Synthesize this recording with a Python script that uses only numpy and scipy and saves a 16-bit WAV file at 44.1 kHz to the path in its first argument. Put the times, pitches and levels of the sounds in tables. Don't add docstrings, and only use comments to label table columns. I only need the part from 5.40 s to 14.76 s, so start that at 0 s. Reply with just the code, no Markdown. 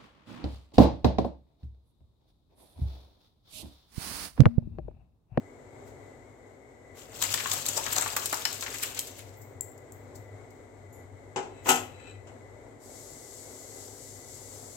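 import sys
import numpy as np
from scipy import signal
from scipy.fft import rfft, irfft, next_fast_len
from scipy.io import wavfile
from scipy.ndimage import uniform_filter1d, map_coordinates

SR = 44100
rng = np.random.default_rng(int(sys.argv[2]) if len(sys.argv) > 2 else 0)


def to_wav(sig):
    pcm = np.clip(np.atleast_2d(sig), -1, 1) * 32767
    pcm = np.round(pcm).astype(np.int16)
    wavfile.write(sys.argv[1], SR, pcm.T)


N = 412776
TIME = np.arange(N) / SR


def amp(db):
    return 10 ** (np.asarray(db) / 20)


def unit(x):
    return x / np.sqrt(np.mean(x ** 2) + 1e-20)


def along(points, hz):
    f, v = np.transpose(points)
    return np.interp(np.log(hz + 1), np.log(f + 1), v)


def curve(points):
    return np.interp(TIME, *np.transpose(points))


def wobble(rate):
    return map_coordinates(rng.standard_normal(int(N * rate / SR) + 4), [TIME * rate])


def swell(peak_s, rise_s, fall_s, db):
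    t = TIME - peak_s
    return amp(db) * np.exp(-(t / np.where(t < 0, rise_s, fall_s)) ** 2)


def add(track, s, sound):
    part = track[:, round(s * SR):][:, :sound.shape[-1]]
    part += sound[..., :part.shape[-1]]


def filtered(x, response):
    n = x.shape[-1]
    m = next_fast_len(n + SR // 10)
    return irfft(rfft(x, m) * response(np.fft.rfftfreq(m, 1 / SR)), m)[..., :n]


def colour(points):
    return lambda hz: amp(along(points, hz))


def resonant(peaks):
    return lambda f: sum((-1) ** k * amp(db) * 1j * f * width / (hz * hz - f * f + 1j * f * width)
                         for k, (hz, width, db) in enumerate(peaks))


def band(hz, width_hz):
    return lambda f: resonant([(hz, width_hz, 0)])(f) ** 2


# frequency in Hz, correlation between left and right.
COHERENCE = [(130, 0.78), (290, 0.8), (640, 0.41), (1400, 0), (7000, 0.071), (15000, 0.85)]

def noise(response, size=N):
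    def mid_and_side(hz):
        angle = np.arccos(np.clip(along(COHERENCE, hz), -1, 1)) / 2
        return response(hz) * np.array([np.cos(angle), np.sin(angle)])
    mid, side = filtered(rng.standard_normal((2, size)), mid_and_side)
    return unit(np.array([mid + side, mid - side]))


def patchy(x, depth_db, bins, frames):
    spectra = signal.stft(x, nperseg=256)[2]
    field = rng.standard_normal(spectra.shape[1:])
    field = uniform_filter1d(uniform_filter1d(field, bins, 0), frames, 1)
    return unit(signal.istft(spectra * amp(depth_db * unit(field)), nperseg=256)[1][:, :x.shape[-1]])


def snap(response, size):
    pulse = np.zeros((2, size))
    pulse[[0, 1], [size // 2, size // 2 + 2]] = 1
    click = filtered(pulse, response)
    return click / np.abs(click).max()


# frequency in Hz, reverberation time (T60) in seconds.
ROOM_DECAY = [(200, 0.69), (1000, 0.48), (7000, 0.31), (15000, 0.32)]

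def kitchen(x, wet_db):
    hz, t, spectra = signal.stft(noise(np.ones_like, size=SR // 2), SR, nperseg=256)
    tail = signal.istft(spectra * amp(-60 * t / along(ROOM_DECAY, hz)[:, None]), SR, nperseg=256)[1]
    tail = np.pad(tail / np.linalg.norm(tail[0]), ((0, 0), (SR // 250, 0)))
    return x + amp(wet_db) * signal.fftconvolve(x, tail, axes=1)[:, :N]


# time in seconds, relative level in dB.
HUM_LEVEL = [(0, -52.5), (1.2, -63.5), (1.75, -51.5), (2.65, -48), (2.95, -57), (3.6, -53), (4.1, -46.5),
             (4.4, -54), (4.9, -44.5), (5.15, -60), (5.62, -45), (5.85, -54.5), (6.6, -47.5), (7.6, -58),
             (8.4, -58), (8.7, -49.5), (9.05, -57)]

def hum(hz=100):
    beating = noise(band(hz, width_hz=24))
    tone = np.sin(2 * np.pi * hz * TIME + wobble(5))
    return amp(curve(HUM_LEVEL) - 2.5) * (tone + .75 * beating)


# time in seconds, level in dB.
RUMBLE_LEVEL = [(0, -50.5), (0.6, -49.5), (1.25, -52.5), (2, -47), (4.1, -50), (4.9, -48.5), (5.4, -50.5),
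                (6.9, -49.5), (9.3, -49.5)]
# frequency in Hz, spectral density in dB.
RUMBLE_SPECTRUM = [(20, -49), (48, 0), (75, -6), (130, 1), (185, -17.5), (255, 1), (325, -4.5), (385, 2.5),
                   (500, 1.5), (750, -3), (1100, -12), (1700, -16), (2200, -17.5), (2600, -29.5),
                   (3900, -28), (4800, -33), (8000, -29.5), (16000, -40.5)]

def rumble():
    return amp(curve(RUMBLE_LEVEL) + wobble(10)) * noise(colour(RUMBLE_SPECTRUM))


# centre in Hz, resonator width in Hz, relative level in dB.
WHINE_BANDS = [(2007, 75, 1), (2169, 81, -3)]

def whine(level_db=-65.5, waver_db=2):
    return sum(amp(level_db + db + waver_db * wobble(10)) * noise(band(hz, width))
               for hz, width, db in WHINE_BANDS)


# frequency in Hz, spectral density in dB.
JET_SPECTRUM = [(800, -35), (2500, -14), (4500, -2), (7000, 1.5), (11500, 2.5), (13500, -6.5),
                (16000, -4.5)]

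def tap(start_s=7.39, rise_s=.074, level_db=-48.5):
    opening = 1 - np.exp(-np.maximum(TIME - start_s, 0) / rise_s)
    return opening * amp(level_db + .92 * wobble(14)) * noise(colour(JET_SPECTRUM))


def cloth():
    envelope = swell(peak_s=.48, rise_s=.03, fall_s=.035, db=-59)
    return envelope * amp(2 * wobble(60)) * noise(colour(SPRAY_SPECTRUM))


# resonance in Hz, width in Hz, gain in dB.
HANDLE_MODES = [(7000, 280, -1), (11200, 210, 6), (12200, 220, 4.5)]

def handle_ping(start_s=5.523, level_db=-52, t60=.29, rise_s=.005):
    out, t = np.zeros((2, N)), np.arange(SR // 3) / SR
    envelope = amp(level_db - 60 * t / t60) * (1 - np.exp(-t / rise_s))
    add(out, start_s, envelope * noise(resonant(HANDLE_MODES), len(t)))
    return out


# loudest moment in seconds, rise and fall in seconds, level in dB.
SLIDES = [(6.19, 0.092, 0.074, -63), (6.67, 0.18, 0.077, -55)]

def pot_slide():
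    modes = resonant([(hz, 45, 60 * t60) for hz, _, t60, _ in POT_MODES])
    friction = colour([(700, -18), (1400, -2), (2600, 0), (4000, -1), (7600, -4), (12000, -20)])
    rub = noise(lambda hz: (np.abs(modes(hz)) + .55) * friction(hz))
    return sum(swell(*row) for row in SLIDES) * amp(1.9 * wobble(30) + 2.1 * wobble(210)) * rub


def rim_scrape():
    envelope = swell(peak_s=6.288, rise_s=.029, fall_s=.006, db=-32)
    return envelope * amp(2.5 * wobble(300)) * noise(colour(CLASH_SPECTRUM))


def softness(hz, cutoff_hz):
    return 1 / np.sqrt(1 + (hz / cutoff_hz) ** 12)


# start in seconds, relative thud and clash levels in dB, cutoff in Hz,
# clash lost per rock in dB (negative for a gain).
KNOCKS = [(5.960, -27, -32.5, 7550, 4.5), (6.258, -25.5, -36, 2150, -5.5), (6.289, -22, -14, 12900, 5),
          (6.87, -49.5, -53.5, 8040, 6.5)]

def contacts(count=4, first_gap_s=.0102, gap_ratio=.85, thud_loss_db=1.3):
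    rebound_s, rebound_db = .068, -15.5
    for s, thud_db, clash_db, cutoff_hz, loss_db in KNOCKS:
        for k in range(count):
            delay = first_gap_s * np.sum(gap_ratio ** np.arange(k))
            yield s + delay, thud_db - k * thud_loss_db, clash_db - k * loss_db, cutoff_hz
        yield s + rebound_s, thud_db + rebound_db, clash_db + rebound_db, cutoff_hz


# frequency in Hz, spectral density in dB.
THUD_SPECTRUM = [(70, -40), (160, -6), (200, -23), (255, -3), (310, -3), (400, 1), (600, -6.5), (820, 4),
                 (1100, -7), (1500, -12), (2200, -14), (5000, -28), (10000, -53)]
CLASH_SPECTRUM = [(90, -50), (500, -7), (2000, -3.5), (2900, 2), (4000, -10.5), (6500, -3), (9000, -6),
                  (16000, -1)]

def pot_knocks():
    out, t = np.zeros((2, N)), np.arange(SR // 2) / SR
    attack = 1 - np.exp(-t / .00071)
    for s, thud_db, clash_db, cutoff_hz in contacts():
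        thud = amp(thud_db - .6 - 60 * t / .1) * noise(colour(THUD_SPECTRUM), len(t))
        clash = amp(clash_db + 3 - 60 * t / .096) * noise(colour(CLASH_SPECTRUM), len(t))
        add(out, s, attack * (thud + filtered(clash, lambda hz: softness(hz, cutoff_hz))))
    return out


# frequency in Hz, relative level in dB, T60 in seconds, left over right in dB.
POT_MODES = [(248, -9.5, .44, 2), (370, -6.5, .24, 0), (721, -6, .38, 4), (787, 2.5, .24, 0),
             (878, 0, .21, 7), (999, -4.5, .24, 0), (1292, 1.5, .28, -12), (1431, -6, .28, 8),
             (1490, -7, .17, 0), (1755, -12, .21, 2), (2420, -11, .3, 2), (2620, -12, .35, 2),
             (2761, 1, .11, 2), (2949, 0, .2, -3), (3127, -5.5, .18, 2), (3960, -18, .3, 2),
             (7631, -10, .24, 0), (7907, -12, .19, 0), (12285, -15, .19, -3)]

def pot_ring():
    out, t = np.zeros((2, N)), np.arange(SR // 2) / SR
    attack = 1 - np.exp(-t / .0017)
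    lag_s = np.array([[0], [.0002]])
    for hz, db, t60, pan in POT_MODES:
        energy = np.zeros((1, N))
        for s, _, clash_db, cutoff_hz in contacts():
            add(energy, s, (amp(clash_db + db - 60 * t / t60) * softness(hz, cutoff_hz) * attack) ** 2)
        ringing = np.flatnonzero(energy[0])
        drift = np.cumsum(rng.standard_normal(len(ringing))) * .0076 * np.sqrt(hz / 1000)
        level = amp(-10 + np.array([[pan], [-pan]]) / 2) * np.sqrt(energy[0, ringing])
        out[:, ringing] += level * np.sin(2 * np.pi * hz * (ringing / SR - lag_s) + drift)
    return out


# resonance in Hz, width in Hz, gain in dB.
STRAINER_MODES = [(7300, 770, -3), (8200, 400, -5), (13400, 700, 7), (14200, 500, 6.5), (15300, 600, 10)]
# start in seconds, level in dB, low cutoff in Hz, relative ring in dB, rise in seconds.
DROPS = [(3.971, -54, 9000, 2, .001), (4.019, -53, 4500, -1, 0.0058), (4.209, -26, 6900, -25, .0001),
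         (4.318, -55.5, 7000, -13, .002), (4.379, -53, 4500, -18, .002),
         (4.522, -41.5, 6500, -13.5, 0.00033), (4.759, -48.5, 3800, -10, 0.0063),
         (5.107, -57.5, 4000, -12, 0.0027)]

def drops(bubble_hz=7530, bubble_db=-1.5, bubble_t60=.015):
    out, t = np.zeros((2, N)), np.arange(SR // 4) / SR - 1 / 50
    after = np.maximum(t, 0)
    for s, db, low_hz, ring_db, rise in DROPS:
        highpass = lambda hz: (hz / low_hz) ** 10 / (1 + (hz / low_hz) ** 10)
        onset = np.exp(np.minimum(t, 0) / max(rise, .0001))
        tick = amp(1.5 - 60 * after / (.018 + 8 * rise)) * noise(highpass, len(t))
        bubble = amp(bubble_db - 60 * after / bubble_t60) * np.sin(2 * np.pi * bubble_hz * after)
        steel = noise(lambda hz: resonant(STRAINER_MODES)(hz) * highpass(hz), len(t))
        ring = amp(ring_db - 60 * after / .37) * steel
        add(out, s + t[0], amp(db) * onset * (tick + bubble + ring))
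    return out


# time in seconds, peak of the click in dB.
FLECKS = [(1.769, -31), (1.791, -33), (2.098, -20), (2.2565, -21), (2.851, -24), (2.897, -24), (2.972, -25),
          (3.128, -21), (3.145, -27), (3.209, -20.5), (3.384, -23), (3.547, -26), (3.671, -26.5)]

def flecks(spatter_db=-7, t60=.046):
    out, t = np.zeros((2, N)), np.arange(SR // 25) / SR - 1 / 50
    for s, db in FLECKS:
        spatter = (t > 0) * amp(spatter_db - 60 * np.abs(t) / t60) * noise(colour(SLAP_SPECTRUM), len(t))
        add(out, s + t[0], amp(db) * (snap(colour(SLAP_SPECTRUM), len(t)) + spatter))
    return out


def crackle(size=N, per_s=300):
    impulses = rng.standard_normal((2, size)) * (rng.random(size) < per_s / SR)
    return unit(filtered(impulses, colour(SLAP_SPECTRUM)))


def bubbles(times, pitch_hz, gains, cycles, glide, size=700):
    t = np.arange(size) / SR
    lag_s = rng.normal(.0001, .000098, (len(times), 1))
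    index = (times[:, None] * SR).astype(int) + np.arange(size)
    channels = []
    for side in (0, 1):
        turns = np.maximum(t - side * lag_s, 0) * pitch_hz[:, None]
        age = np.minimum(turns / cycles, 10)
        envelope = gains[:, None] * np.exp(-age) * (1 - np.exp(-2 * turns)) * (1 - t / t[-1])
        wave = envelope * np.sin(2 * np.pi * turns * (1 + glide * age / 2))
        channels.append(np.bincount(index.ravel(), wave.ravel(), N)[:N])
    return np.array(channels)


def patter(low_hz, high_hz, cycles, spread_db, count, size):
    when, pitch, strength = rng.random((count, 3)).T
    start, end = FLOW[0][0], FLOW[-1][0]
    pitch_hz = low_hz * (high_hz / low_hz) ** pitch
    gains = amp(-spread_db * np.log(np.maximum(strength, .01)))
    cloud = bubbles(start + when * (end - start), pitch_hz, gains, cycles, glide=.11, size=size)
    return unit(cloud) * np.sqrt((end - start) / (N / SR))


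# frequency in Hz, spectral density in dB.
SPRAY_SPECTRUM = [(200, -21), (600, 3.5), (1500, 0.5), (4000, -2.5), (9000, -1), (16000, 1.5)]
# time in seconds, strength of the stream in dB.
FLOW = [(1.505, -55.5), (1.6, -54.5), (1.67, -59), (1.8, -46), (1.84, -33), (1.93, -39.5), (2.6, -39.5),
        (3.44, -44.5), (3.54, -47), (3.77, -54), (3.88, -62.5), (4.15, -73)]

def whey(heap_start_s=2.5, heap_full_s=3.65, damping_db=21):
    flow_db = curve(FLOW)
    fade_in = np.clip((TIME - FLOW[0][0] - .04) / .013, 0, 1)
    fade_out = np.clip((FLOW[-1][0] - TIME) / .26, 0, 1)
    droplets = patter(2200, 15000, cycles=3, spread_db=4.2, count=5500, size=360)
    sheet = patchy(noise(colour(SPRAY_SPECTRUM)), depth_db=3, bins=7, frames=6)
    flutter = amp(3 + 2 * wobble(50))
    spray = flutter * (amp(-1) * sheet + droplets / 2 + amp(-7) * crackle())
    gurgle = patter(896, 3700, cycles=3.3, spread_db=2.5, count=1500, size=700)
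    drum = amp(-7) * noise(band(hz=120, width_hz=120))
    heap = np.clip((TIME - heap_start_s) / (heap_full_s - heap_start_s), 0, 1)
    gurgle_db = np.minimum(flow_db, -46) - 6.5 - damping_db * heap
    return fade_in * fade_out * (amp(flow_db) * spray + amp(gurgle_db) * (gurgle + drum))


# start in seconds, starting pitch in Hz, level in dB, T60 in seconds.
AIR_POCKETS = [(2.059, 1720, -30, 0.043), (2.378, 514, -32, .06), (2.384, 955, -31.5, 0.11),
               (2.767, 1130, -26.5, 0.08), (2.932, 1420, -31, 0.034), (3.053, 4050, -24, 0.032),
               (3.054, 2950, -26, .07), (3.792, 2200, -43, .04)]

def big_bubbles(climb_per_s=1.2, attack_s=.00082):
    out, t = np.zeros((2, N)), np.arange(SR // 5) / SR
    for s, hz, db, t60 in AIR_POCKETS:
        drift = np.cumsum(rng.standard_normal((2, len(t))), axis=1) * .03 * np.sqrt(hz / 1000)
        phase = 2 * np.pi * hz * t * (1 + climb_per_s * t / 2) + drift
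        add(out, s, amp(db - 60 * t / t60) * (1 - np.exp(-t / attack_s)) * np.sin(phase))
    return out


# frequency in Hz, spectral density in dB.
SLAP_SPECTRUM = [(200, -10.5), (1000, -15.5), (3500, 3.5), (9000, 5), (16000, 6.5)]
# landing in seconds, relative slap level in dB, spray pitch in Hz,
# relative plop level in dB, plop pitch in Hz, rise in seconds.
LUMPS = [(1.8176, -25, 6530, -38, 1090, 0.00046), (1.8245, -18, 3880, -35.5, 1180, 0.00082),
         (1.841, -25.5, 6030, -32.5, 1510, .003), (1.941, -16, 4400, -29, 1300, 0.00033),
         (1.976, -38, 7000, -30, 1990, .0005), (2.003, -37, 10000, -30.5, 1850, 0.0044),
         (2.0575, -40, 2500, -27.5, 1130, 0.00018), (2.1165, -18.5, 3830, -35.5, 790, .0015),
         (2.140, -24.5, 11000, -35, 1010, 0.0088), (2.2644, -20, 11000, -53, 900, .0003),
         (2.289, -21.5, 8540, -38, 694, 0.0032), (2.379, -25.5, 6460, -31.5, 627, 0.0087),
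         (2.4645, -29, 7020, -29.5, 1450, 0.0004), (2.533, -24.5, 13000, -36, 1300, 0.0081),
         (2.566, -25.5, 5000, -28, 1080, 0.005), (2.584, -22.5, 4500, -29.5, 880, 0.0042),
         (2.612, -24, 8000, -34, 1090, .001), (2.624, -29, 7000, -29.5, 1210, 0.0035),
         (2.661, -32, 3000, -27.5, 974, .0002), (2.679, -32, 4000, -42, 1210, .002),
         (2.7654, -13.5, 14000, -24.5, 1110, 0.00018), (2.859, -18, 14000, -40, 2370, 0.0016),
         (2.929, -24, 14000, -24, 980, 0.0017), (2.944, -24.5, 12000, -48, 1190, .002),
         (3.0528, -18.5, 3700, -27, 1520, .0002), (3.226, -30, 3500, -32.5, 1155, .001),
         (3.264, -49, 5000, -32.5, 1480, 0.0018), (3.347, -37, 11000, -36, 1680, 0.0063),
         (3.437, -23.5, 13000, -31, 1750, 0.0082), (3.579, -36.5, 4500, -38, 2200, 0.009),
         (3.5914, -18, 12000, -55, 1840, .0004), (3.796, -44, 11000, -50, 2100, .012)]

def curds(bubble_count=5, focus_db=5.5, focus_octaves=.59):
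    out, t = np.zeros((2, N)), np.arange(SR // 5) / SR - 1 / 25
    after = np.maximum(t, 0)
    for s, slap_db, spray_hz, plop_db, plop_hz, rise in LUMPS:
        focus = lambda hz: amp(focus_db * np.exp(-(np.log2((hz + 1) / spray_hz) / focus_octaves) ** 2))
        response = lambda hz: colour(SLAP_SPECTRUM)(hz) * focus(hz)
        onset = np.exp(np.minimum(t, 0) / max(rise, .0002))
        decay = amp(3.5 - 60 * after / .006) + amp(-1 - 60 * after / .042)
        grain = amp(2.1 * unit(uniform_filter1d(rng.standard_normal(len(t)), 16)))
        splash = patchy(noise(response, len(t)), depth_db=3, bins=6, frames=12)
        slap = amp(slap_db - 3.5) * decay * grain * splash
        add(out, s - 1 / 50, amp(slap_db + 3) / (1 + rise / .004) * snap(response, SR // 25))
        spray = amp(slap_db - 11.5 - 60 * after / .095) * crackle(len(t))
        plop = amp(plop_db + 1.5 - 60 * after / .063) * noise(band(plop_hz, 1.4 * plop_hz), len(t))
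        add(out, s + t[0], onset * (slap + spray + plop))
        delay, pitch, strength = rng.standard_normal((3, bubble_count))
        pitch_hz = 1.218 * plop_hz * np.exp(.35 * pitch)
        gains = amp(plop_db - 3.5 + 2 * strength)
        out += bubbles(s + .011 * np.abs(delay), pitch_hz, gains, cycles=7.1, glide=.063)
    return out


def scene():
    pour = cloth() + whey() + curds() + flecks() + big_bubbles() + drops() + handle_ping()
    strainer = kitchen(pour, wet_db=-7)
    pot = kitchen(pot_knocks() + rim_scrape() + pot_slide(), wet_db=-5) + pot_ring()
    return strainer + pot + kitchen(tap(), wet_db=-8.5) + hum() + rumble() + whine()


# frequency in Hz, gain of the channel in dB.
LEFT_RESPONSE = [(110, 2), (220, 0.5), (700, -0.5), (5500, 2), (7600, 10), (8400, 3.5), (9100, -9),
                 (11000, -14.5), (12500, -7.5), (15500, -8)]
RIGHT_RESPONSE = [(110, -4), (220, 2), (700, -6), (6000, -4.5), (8500, -4.5), (9200, -7.5), (11000, -3.5),
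                  (14000, -3.5), (15500, -19)]

def record(dry):
    gains = lambda hz: amp([along(LEFT_RESPONSE, hz), along(RIGHT_RESPONSE, hz)])
    return filtered(dry, lambda hz: gains(hz) * (hz < 16000))


dry = scene()
out = record(dry)
to_wav(out)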